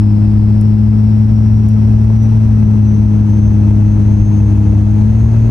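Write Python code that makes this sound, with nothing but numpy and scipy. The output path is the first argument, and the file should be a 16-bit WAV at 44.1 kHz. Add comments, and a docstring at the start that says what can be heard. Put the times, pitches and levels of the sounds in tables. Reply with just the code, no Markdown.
"""Inside the cab of a six-cylinder turbo diesel pickup pulling along a road.
From the start the exhaust drones at the firing rate and keeps a limiter busy; unequal cylinders growl,
combustion clatters through the firewall, tyres rumble and the turbo whistle climbs. Plastic trim ticks
four times between 0.6 and 2.3 s, and rough road swells the boom near 1.5 s. The load grows while the
revs sag; near 5 s they pick up and the whistle levels off."""
import sys
import numpy as np
from scipy import signal
from scipy.fft import rfft, irfft
from scipy.io import wavfile
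from scipy.ndimage import uniform_filter1d, minimum_filter1d

SR = 44100
rng = np.random.default_rng(int(sys.argv[2]) if len(sys.argv) > 2 else 0)


def unload_wav(signal):
    """Save mono or channel-first audio to the path in sys.argv[1] as 16-bit WAV at rate SR, clipped to [-1, 1]."""
    wavfile.write(
        sys.argv[1],
        SR,
        np.round(np.clip(np.atleast_2d(signal).T, -1, 1) * 32767).astype(np.int16),
    )


N = 242550
TIME_S = np.arange(N) / SR
BIN_HZ = np.maximum(np.arange(N // 2 + 1) * SR / N, 1)
CYLINDERS = 6


def from_db(db):
    """Decibels to gain."""
    return 10 ** (np.asarray(db) / 20)


def unit_rms(x):
    """Scale to unit power."""
    return x / np.sqrt(np.mean(x ** 2) + 1e-20)


def per_sample(rows):
    """Columns of a time table at every sample."""
    time_s, *columns = np.transpose(rows)
    return [np.interp(TIME_S, time_s, c) for c in columns]


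def per_bin(rows):
    """Columns of a frequency table at every FFT bin, joined on a log axis."""
    hz, *columns = np.transpose(rows)
    return [np.interp(np.log(BIN_HZ), np.log(hz), c) for c in columns]


def pan(db):
    """Stereo gains for a left-minus-right level."""
    return from_db(np.array([[.5], [-.5]]) * db)


def drift(rate_hz):
    """Slow random wander, unit RMS."""
    return unit_rms(irfft(rfft(rng.standard_normal(N)) / (1 + (BIN_HZ / rate_hz) ** 2), N))


def skirts_db(low_hz, high_hz):
    """Steep roll-off either side of a band."""
    return -10 * np.log10(1 + (low_hz / BIN_HZ) ** 10 + (BIN_HZ / high_hz) ** 10)


def resonance(x, hz, width_hz):
    """Two-pole resonator, unity peak gain."""
    r = np.exp(-np.pi * width_hz / SR)
    feedback = [1, -2 * r * np.cos(2 * np.pi * hz / SR), r * r]
    return signal.lfilter(np.array([1, 0, -1]) * (1 - r * r) / 2, feedback, x)


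# Cab sound field: (frequency [Hz], left-right coherence [0..1])
CAB_COHERENCE = [(60, .998), (100, .99), (180, .94), (300, .5), (500, 0), (1200, .15), (2600, .5),
                 (5000, .4), (9500, .05)]

def cab_noise(density_db=0, pan_db=0):
    """Stereo noise of a given density per Hz: coherent in the bass, diffuse above."""
    coherence, = per_bin(CAB_COHERENCE)
    mid, side = rfft(rng.standard_normal((2, N))) * np.sqrt(SR) / 2
    pair = np.sqrt(1 + coherence) * mid + np.sqrt(1 - coherence) * side * [[1], [-1]]
    return irfft(pair * from_db(density_db) * pan(pan_db), N)


# Road and wind spectrum: (frequency [Hz], relative density [dB], pan [dB])
ROAD_SPECTRUM = [(180, -48, 3), (280, -53, 2), (380, -57.5, 2.5), (520, -64.5, 5), (820, -67.5, 5),
                 (1150, -74, 0), (1700, -78, 1), (2600, -84, 2), (3400, -88, 3), (4300, -89.5, 3),
                 (7800, -96, 1.5), (10000, -93, 0), (11800, -100, 0)]

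def road_and_wind(load_db):
    """Broad rush that grows as the truck pulls harder."""
    density_db, pan_db = per_bin(ROAD_SPECTRUM)
    return from_db(-.4 + .3 * load_db) * cab_noise(density_db + skirts_db(140, 12600), pan_db)


# Tyre boom spectrum: (frequency [Hz], relative density [dB])
BOOM_SPECTRUM = [(16, -56), (24, -51.5), (33, -51.5), (39, -45), (47, -34.5), (57, -34.5), (67, -30),
                 (80, -35), (92, -37), (125, -43), (175, -50.5)]
# Rough road: (time [s], half length [s], boost [dB])
ROUGH_PATCHES = [(1.547, .12, 2), (1.9, .2, 0.5), (3.5, .1, 0)]

def tyre_rumble(start_db=-2.5, rise_db_per_s=.79):
    """Tyre boom grows with road speed and swells over rough patches."""
    density_db, = per_bin(BOOM_SPECTRUM)
    boom = cab_noise(density_db + skirts_db(9, 230), pan_db=1.7)
    power = uniform_filter1d(np.mean(boom ** 2, axis=0), size=SR // 2)
    steady_boom = boom * np.sqrt(power.mean() / power)
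    swell_db = sum(db * np.exp(-((TIME_S - at_s) / half_s) ** 2) for at_s, half_s, db in ROUGH_PATCHES)
    return from_db(start_db + rise_db_per_s * TIME_S + swell_db) * steady_boom


# Trim slips: (time [s], relative level [dB])
TRIM_SLIPS = [(0.612, -39), (1.6876, -36.5), (2.0517, -48), (2.2322, -45.5)]
# Trim resonances: (frequency [Hz], width [Hz], gain [dB])
TRIM_MODES = [(2900, 900, -13), (4800, 700, -15), (6400, 600, -7), (7300, 900, -5), (10000, 1700, 0)]

def trim_ticks(crack_s=.0014, rustle_s=.007, rustle_db=-10):
    """Plastic trim slips: a sharp crack and a short rustle through its resonances."""
    envelope = np.zeros(N)
    for at_s, level_db in TRIM_SLIPS:
        age_s = np.maximum(TIME_S - at_s, 0)
        decay = np.exp(-age_s / crack_s) + from_db(rustle_db) * np.exp(-age_s / rustle_s)
        envelope += (TIME_S >= at_s) * from_db(level_db) * decay
    friction = from_db(9.5) * envelope * rng.standard_normal((2, N))
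    return sum(from_db(db) * resonance(friction, hz, width_hz) for hz, width_hz, db in TRIM_MODES)


def intake_hiss(centre_hz, half_width_hz=430):
    """Air rushing through the compressor: a noise band that follows shaft speed."""
    mean_hz = centre_hz.mean()
    band = cab_noise(-10 * np.log10(1 + ((BIN_HZ - mean_hz) / half_width_hz) ** 4))
    shift_turns = np.cumsum(centre_hz - mean_hz) / SR
    return unit_rms(np.real(signal.hilbert(band) * np.exp(2j * np.pi * shift_turns)))


def blade_tone(hz, jitter_hz, flutter):
    """Tone of a trembling shaft; each channel gets its own changing mix of reflections."""
    turns = np.cumsum(hz + jitter_hz * drift(33)) / SR
    paths = np.array([1 + flutter * (drift(16) + 1j * drift(15)) for _ in range(2)])
    return unit_rms(np.real(paths * np.exp(2j * np.pi * turns)))


# Intake pipe resonances: (frequency [Hz], half width [Hz], peak level [dB])
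INTAKE_MODES = [(5325, 22, -57.5), (5432, 20, -58.5), (5530, 12, -62), (5665, 60, -57), (5848, 13, -52.5),
                (6080, 16, -52), (6203, 22, -52.5), (6305, 6, -55.5), (6369, 20, -52.5), (6475, 5, -58)]

def compressor_whistle(hz, floor_db=-64):
    """The whistle flares as it climbs through each resonance of the intake pipe."""
    power = sum(from_db(db) ** 2 / (1 + ((hz - mode_hz) / half_width_hz) ** 4)
                for mode_hz, half_width_hz, db in INTAKE_MODES)
    gain = np.sqrt(power + from_db(floor_db) ** 2)
    return gain * blade_tone(hz, jitter_hz=7, flutter=.27) * pan(3.6)


# Intake duct passband: (frequency [Hz], half width [Hz])
DUCT_BAND = (9720, 190)

def turbine_whistle(hz):
    """The turbine tone shows as it sweeps through a duct resonance."""
    duct_hz, half_width_hz = DUCT_BAND
    passed = 1 / np.hypot(1, (hz - duct_hz) / half_width_hz)
    return from_db(-69) * passed * blade_tone(hz, jitter_hz=45, flutter=.9)


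# Compressor blade tone: (time [s], pitch [Hz])
COMPRESSOR_PITCH = [(0, 5322), (.7, 5440), (1.5, 5649), (2.03, 5784), (2.9, 6077), (3.35, 6196),
                    (4.15, 6349), (4.95, 6462), (5.5, 6485)]

def turbo(load_db):
    """One shaft drives both whistles; the intake hiss grows with load."""
    hz, = per_sample(COMPRESSOR_PITCH)
    whistles = compressor_whistle(hz) + turbine_whistle(hz * 5 / 3)
    hiss = from_db(-57 + .39 * load_db) * intake_hiss(hz - 280) * pan(5.5)
    return whistles + hiss


# Knock per cylinder, in firing order: (relative level [dB])
CYLINDER_KNOCK_DB = [2, 3.5, 3, -2, 5, -4]
# Engine block resonances: (frequency [Hz], width [Hz], relative density [dB], pan [dB])
BLOCK_MODES = [(430, 60, -58.5, 1), (645, 85, -63, 6), (825, 170, -68, 7), (1245, 90, -75.5, 0),
               (1600, 130, -80.5, 4), (1950, 160, -82, 0), (2580, 80, -79.5, 2), (4150, 120, -88, 4)]

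def combustion_clatter(cycles, load_db, decay_s=.0016, scatter_db=1.1, blow_gain=.42):
    """Each firing hits the block with a blow and a short rattle, as strong as its cylinder."""
    firing = np.floor(cycles * CYLINDERS).astype(int)
    onsets = np.flatnonzero(np.diff(firing))
    knock_db = np.array(CYLINDER_KNOCK_DB)[firing[onsets] % CYLINDERS]
    knocks = np.zeros(N)
    knocks[onsets] = from_db(knock_db + scatter_db * rng.standard_normal(len(onsets)))
    r = np.exp(-1 / (decay_s * SR))
    rattle = unit_rms(signal.lfilter([1], [1, -2 * r, r * r], knocks)) * cab_noise()
    force = rattle + blow_gain * unit_rms(knocks) * np.sqrt(SR / 2)
    block = 0
    for hz, width_hz, db, pan_db in BLOCK_MODES:
        stage_width_hz = 1.5 * width_hz  # two stages in series narrow the band
        ring = resonance(resonance(force, hz, stage_width_hz), hz, stage_width_hz)
        block += from_db(db) * pan(pan_db) * ring
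    return from_db(-.8 + load_db) * block


# Growl lines, the 72nd multiple being gear whine: (multiple of the four-stroke cycle rate, relative level [dB],
# pan [dB])
GROWL_LINES = [(4, -29, 2), (7, -34, 1), (9, -41, 4), (10, -47, 5), (11, -45, 4), (13, -41, 5),
               (14, -47, 8), (15, -39, 10), (17, -41, 1), (19, -46, 8), (21, -49, 7), (24, -46, -2),
               (30, -54, 9), (36, -55, 5), (39, -58, 4), (42, -57, 4), (48, -57, 4), (72, -62, 0)]

def cylinder_growl(cycles, load_db, roughness=.27):
    """Unequal cylinders add lines at multiples of the cycle rate, and the timing gears whine at the 72nd; no
    two cycles burn alike."""
    growl = 0
    for multiple, level_db, pan_db in GROWL_LINES:
        burn = (1 + roughness * (drift(1.2) + 1j * drift(6.6))) / np.sqrt(1 + 2 * roughness ** 2)
        turns = multiple * cycles + rng.random()
        line = np.sqrt(2) * np.real(burn * np.exp(2j * np.pi * turns))
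        growl += line * from_db(level_db) * pan(pan_db)
    return from_db(-.3 + .7 * load_db) * growl


# Cab response to the exhaust, null at 323 Hz: (frequency [Hz], relative level [dB])
EXHAUST_RESPONSE = [(103, -8.5), (112, -8), (206, -17.5), (212.5, -13.5), (218, -16.5), (223, -20),
                    (309, -24.5), (315, -28), (320, -36), (323, -45.5), (327, -39.5), (333, -36.5)]
# Balance of harmonics 1-3, each with its own standing wave in the cab: (pan [dB])
HARMONIC_PAN_DB = [1.45, 7.5, -2.2]

def exhaust_drone(cycles, firing_hz, drone_offset_s=.00073, waver_db=.32, lag_rad=.43):
    """Low exhaust drone at the firing rate: three harmonics, the upper ones lagging."""
    response_hz, response_db = np.transpose(EXHAUST_RESPONSE)
    firings = CYLINDERS * cycles - drone_offset_s * firing_hz
    drone = 0
    for harmonic, pan_db in enumerate(HARMONIC_PAN_DB, start=1):
        level_db = np.interp(harmonic * firing_hz, response_hz, response_db) - waver_db * drift(14)
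        line = -np.sqrt(2) * np.cos(2 * np.pi * harmonic * firings - (harmonic - 1) * lag_rad)
        drone += line * from_db(level_db) * pan(pan_db)
    return from_db(-.18) * drone


# Engine speed: (time [s], firing rate [Hz])
FIRING_RATE = [(0, 104.7), (.25, 104.8), (1.4, 108.1), (1.72, 107.3), (2.0, 108.1), (2.2, 109.4),
               (2.4, 109.3), (2.7, 106.2), (3.35, 104.8), (4.2, 103.5), (4.78, 102.8), (4.97, 104.9),
               (5.25, 111.2), (5.5, 112.2)]
# Engine load: (time [s], level [dB])
ENGINE_LOAD = [(0, -1.8), (1.2, -1.7), (3.0, 0.7), (5.5, 3.5)]

def scene():
    """Engine, road, trim and turbo from the driver's seat."""
    firing_hz, = per_sample(FIRING_RATE)
    load_db, = per_sample(ENGINE_LOAD)
    cycles = np.cumsum(firing_hz) / SR / CYLINDERS
    exhaust = exhaust_drone(cycles, firing_hz) + cylinder_growl(cycles, load_db)
    clatter = combustion_clatter(cycles, load_db)
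    background = road_and_wind(load_db) + trim_ticks() + tyre_rumble()
    return background + turbo(load_db) + clatter + exhaust


def limiter(x, ceiling=.99, release_db_per_s=45):
    """Turns both channels down just ahead of each peak, then recovers."""
    over_db = 20 * np.log10(np.maximum(np.abs(x).max(axis=0) / ceiling, 1))
    ramp_db = release_db_per_s * TIME_S
    gain_db = ramp_db - np.maximum.accumulate(over_db + ramp_db)
    held_db = minimum_filter1d(gain_db, size=241)
    smooth_db = uniform_filter1d(uniform_filter1d(held_db, size=121), size=121)
    return x * from_db(smooth_db)


def record(dry):
    """Peak limiter, then a steep low-pass."""
    stop_hz = 13200
    lowpass = signal.cheby2(12, 50, stop_hz, fs=SR, output="sos")
    return signal.sosfilt(lowpass, limiter(dry))


dry = scene()
out = record(dry)
unload_wav(out)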